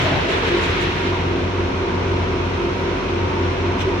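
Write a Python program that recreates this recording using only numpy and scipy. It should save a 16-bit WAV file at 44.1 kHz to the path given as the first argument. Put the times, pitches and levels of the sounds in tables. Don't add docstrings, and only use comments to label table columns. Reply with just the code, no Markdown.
import sys
import numpy as np
from scipy.fft import rfft, irfft, next_fast_len
from scipy.io import wavfile
from scipy.ndimage import map_coordinates

SR = 44100
rng = np.random.default_rng(int(sys.argv[2]) if len(sys.argv) > 2 else 0)


def store_pcm(level_fs):
    pcm = np.round(np.clip(level_fs, -1, 1) * 32767).astype(np.int16)
    wavfile.write(sys.argv[1], SR, np.atleast_2d(pcm).T)


N = 176400


def amp(db):
    return 10 ** (np.asarray(db) / 20)


def unit(x):
    return x / np.sqrt(np.mean(x ** 2) + 1e-20)


def seconds():
    return np.arange(N) / SR


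def along(points, hz):
    freq_hz, values = np.transpose(points)
    return np.interp(np.log(hz + 1), np.log(freq_hz + 1), values)


def curve(points):
    return np.interp(seconds(), *np.transpose(points))


def wobble(rate_hz):
    return map_coordinates(rng.standard_normal(512), [seconds() * rate_hz], mode="mirror")


def bump(crest_s, sigma_s):
    return np.exp(-((seconds() - crest_s) / sigma_s) ** 2 / 2)


def filtered(x, response):
    size = next_fast_len(N + SR // 2)
    return irfft(rfft(x, size) * response(np.fft.rfftfreq(size, 1 / SR)), size)[..., :N]


def resonance(f, centre_hz, width_hz):
    return np.abs(f * width_hz / (centre_hz ** 2 - f * f + 1j * f * width_hz)) ** 2


def spread(pair, colour):
    # freq_hz, correlation
    likeness = [(90, 1), (200, 0.89), (380, 0.8), (480, 0.16), (650, 0.7), (850, 0.41), (1300, -0.2),
                (2000, 0.086), (4000, -0.023)]

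    def mid_side_gains(f):
        angle = np.arccos(np.clip(along(likeness, f), -1, 1)) / 2
        return colour(f) * np.array([np.cos(angle), np.sin(angle)])

    mid, side = filtered(pair, mid_side_gains)
    return unit(np.array([mid + side, mid - side]))


def white():
    return rng.standard_normal((2, N))


def shaped(pair, spectrum):
    return spread(pair, lambda f: amp(along(spectrum, f)))


def tone(hz, stereo_rad, wander_hz=0.15):
    phase = 2 * np.pi * (np.cumsum(hz + wander_hz * wobble(12)) / SR + rng.random())
    return np.sqrt(2) * np.sin(phase + np.array([[stereo_rad], [-stereo_rad]]) / 2)


def impacts(per_s, scatter_db):
    hits = rng.random((2, N)) < per_s / SR
    size = amp(scatter_db * np.clip(rng.standard_normal((2, N)), -2, 2))
    return unit(hits * np.sign(rng.standard_normal((2, N))) * size)


def rim_shadow():
    start_db, decay_s = -4.5, 0.38
    return amp(start_db * np.exp(-seconds() / decay_s))


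def sizzle():
    # freq_hz, density_db
    spectrum = [(8000, -23), (10500, -4.5), (11500, 3), (12500, -11), (15500, -18)]
    return amp(-70 + 2 * wobble(20)) * bump(crest_s=2.75, sigma_s=0.2) * shaped(white(), spectrum)


def air_swells():
    # crest_s, sigma_s, centre_hz, width_hz, level_db
    swells = [(0.033, 0.033, 133, 45, -24.5), (0.158, 0.039, 133, 37, -23), (0.137, 0.0264, 267, 80, -22.5),
              (0.094, 0.19, 642, 172, -28), (0.146, 0.068, 814, 170, -29), (0.325, 0.12, 420, 120, -27),
              (0.368, .04, 1030, 300, -31), (.55, .03, 350, 50, -26), (0.6, 0.21, 450, 150, -30.5),
              (3.304, 0.089, 936, 81, -31), (3.82, 0.13, 906, 52, -37.5), (3.89, 0.045, 370, 74, -25.5)]
    band = lambda hz, width_hz: spread(white(), lambda f: resonance(f, hz, width_hz))
    return sum(amp(db) * bump(crest_s, sigma_s) * band(hz, width_hz)
               for crest_s, sigma_s, hz, width_hz, db in swells)


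def motor():
    # harmonic, level_db, stereo_rad
    partials = [(1, -35, 0.5), (4, -39.5, 0.1), (6, -39.5, 0.84), (9, -37, 1.5), (10, -39, 1.44),
                (11, -44.5, -1), (12, -48, 2), (14, -41, 2)]
    mains_hz, waver_db = 49.65, 1.46
    return sum(amp(db + waver_db * wobble(8)) * tone(harmonic * mains_hz, stereo_rad)
               for harmonic, db, stereo_rad in partials)


def belt_drive():
    # pitch_hz, relative_db, throb_depth, first_crest_s, stereo_rad
    partials = [(347.4, -30.8, .62, .06, .4), (393.1, -35.5, .8, .03, .28)]
    turns_per_s, rise_db_per_s = 3.865, 0.26
    t = seconds()
    tones = 0
    for hz, db, depth, crest_s, stereo_rad in partials:
        throb = 1 + depth * np.cos(2 * np.pi * turns_per_s * (t - crest_s))
        tones += amp(db + 0.98 * wobble(5.01)) * throb * tone(hz, stereo_rad)
    return amp(-0.5 + rise_db_per_s * t) * rim_shadow() * tones


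def blower():
    # time_s, relative_db
    throb = [(0.03, -27), (0.06, -25), (0.35, -45), (0.49, -28), (0.55, -40), (0.73, -24.5), (0.8, -38),
             (0.86, -26), (0.96, -37), (1.23, -22), (1.36, -28), (1.43, -21), (1.5, -26), (1.58, -19),
             (1.75, -38), (1.81, -22.5), (1.87, -33), (2.23, -20.5), (2.38, -27.5), (2.45, -21.5),
             (2.58, -29.5), (2.67, -25.5), (3.03, -39.5), (3.27, -19.5), (3.36, -36), (3.45, -20),
             (3.54, -35), (3.69, -20.5), (3.78, -37.5), (3.85, -20.5), (3.91, -35), (3.96, -19),
             (3.97, -23.5)]
    # pitch_hz, level_db, stereo_rad
    partials = [(182.8, -39.5, .2), (274.1, -36.5, .22), (376.1, -32, .4), (425.7, -49, .4),
                (475.2, -48, .8)]
    # freq_hz, density_db
    duct_spectrum = [(20, -14.5), (40, -9), (56, -7.5), (72, 2.5), (83, 8), (106, -3.5), (135, 3),
                     (200, -2), (225, -2.5), (255, 2.5), (310, -2.5), (385, -2.5), (470, -3.5), (600, -6.5),
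                     (780, -13.5), (1100, -18), (2500, -67)]
    drone_gain = amp(-2) * curve([(time_s, amp(db)) for time_s, db in throb])
    drone = drone_gain * tone(hz=91.4, stereo_rad=0.1, wander_hz=0.99)
    whines = sum(amp(db + 0.1 * wobble(9)) * tone(hz, stereo_rad) for hz, db, stereo_rad in partials)
    whistle = amp(-43 + 2 * wobble(8.3)) * tone(hz=942.5, stereo_rad=0.56, wander_hz=2.5)
    rumble = amp(-26.5 + 0.3 * wobble(5.2)) * shaped(white(), duct_spectrum)
    return drone + rim_shadow() * (whines + whistle) + rumble


def drum():
    # centre_hz, width_hz, relative_db
    modes = [(477, 7.6, -2), (660, 46, -9.5), (900.5, 30, 1), (948, 36, 0), (992, 27, -.5), (1030, 40, -6),
             (1098, 22, 1), (1203, 24, -11.5), (1490, 210, -8.5), (2130, 150, -12), (2470, 68, -17.5)]
    response = lambda f: sum(amp(db) * resonance(f, hz, width_hz) for hz, width_hz, db in modes)
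    ring = spread(white(), response)
    return amp(-33.5 + 1.5 * wobble(6.85)) * ring


def pellets():
    # freq_hz, density_db
    spectrum = [(200, -33), (700, -2), (1300, 3), (1800, -3.5), (2400, -1), (3300, -7), (4200, -11.5),
                (4700, -17), (5500, -15), (6500, -22), (7600, -32.5), (9800, -39.5), (12000, -66),
                (15500, -62)]
    collisions = impacts(per_s=3500, scatter_db=2.5) + white()
    return amp(-29 + 0.26 * wobble(4.72)) * shaped(collisions, spectrum)


def spray():
    # freq_hz, density_db
    droplet_spectrum = [(2500, -14), (4000, -2.5), (5800, 2.5), (7000, 5), (8200, -4), (10000, -9),
                        (11200, -13), (14000, -19), (15800, -28)]
    # crest_s, sigma_s, level_db
    spurts = [(.03, .02, -43), (.09, .03, -55), (.31, 0.017, -45.5), (.385, 0.02, -48.5), (.485, .025, -49),
              (.58, .012, -53.5), (0.64, .024, -43), (.705, .014, -48.5), (0.822, 0.014, -43),
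              (0.988, .06, -56)]
    # freq_hz, density_db
    jet_spectrum = [(300, -20), (800, -7), (1500, 0), (2700, -2), (3900, -7.5), (4700, -15.5),
                    (5600, -18.5), (7000, -27), (8500, -36.5), (11000, -43), (14000, -43), (15800, -67)]
    # time_s, relative_db
    jet_envelope = [(0, -25), (.12, -27.5), (.26, -30), (.45, -26.5), (.63, -26.5), (.78, -26.5),
                    (.93, -31), (1.05, -31), (1.2, -36), (1.45, -42), (1.9, -65)]
    jet_gain_db, flutter_db = 3, 1
    droplets = shaped(impacts(per_s=3300, scatter_db=4.5), droplet_spectrum)
    spurt_gain = sum(amp(db) * bump(crest_s, sigma_s) for crest_s, sigma_s, db in spurts)
    jet_db = curve(jet_envelope) + jet_gain_db + flutter_db * wobble(25)
    return spurt_gain * droplets + amp(jet_db) * shaped(white(), jet_spectrum)


def spit():
    # freq_hz, density_db
    spectrum = [(800, -24), (2000, -2), (2800, 4), (3700, -1.5), (4600, -18), (5600, -7), (6700, -16),
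                (9200, -25), (10200, -37), (14500, -32), (15800, -51)]
    crest_s, tail_relative_db, t60_s = 3.812, -9.5, 0.45
    age_s = seconds() - crest_s
    droplets = shaped(impacts(per_s=3000, scatter_db=4.5), spectrum)
    puff = bump(crest_s, sigma_s=0.015) * droplets
    tail_gain = (age_s > 0) * amp(tail_relative_db - 60 * np.abs(age_s) / t60_s)
    return amp(-29) * (puff + tail_gain * shaped(white(), spectrum))


def scene():
    # freq_hz, left_minus_right_db
    balance = [(45, -0.5), (100, 1.5), (220, .5), (380, -1.5), (560, 2.5), (760, 2.5), (1030, -2),
               (1450, -1), (2600, -1), (3700, 3), (5500, -0.5), (7500, -0.5), (10000, -8.5), (13000, 2)]
    machine = motor() + belt_drive() + blower() + drum() + pellets()
    mix = machine + spray() + spit() + sizzle() + air_swells()
    return filtered(mix, lambda f: amp(np.array([[1], [-1]]) * along(balance, f) / 2))


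def record(dry):
    notch_hz, sigma_hz, notch_db, top_hz = 4830, 26, -20, 15700
    notch = lambda f: amp(notch_db * np.exp(-((f - notch_hz) / sigma_hz) ** 2 / 2))
    return filtered(dry, lambda f: notch(f) * (f < top_hz))


dry = scene()
out = record(dry)
store_pcm(out)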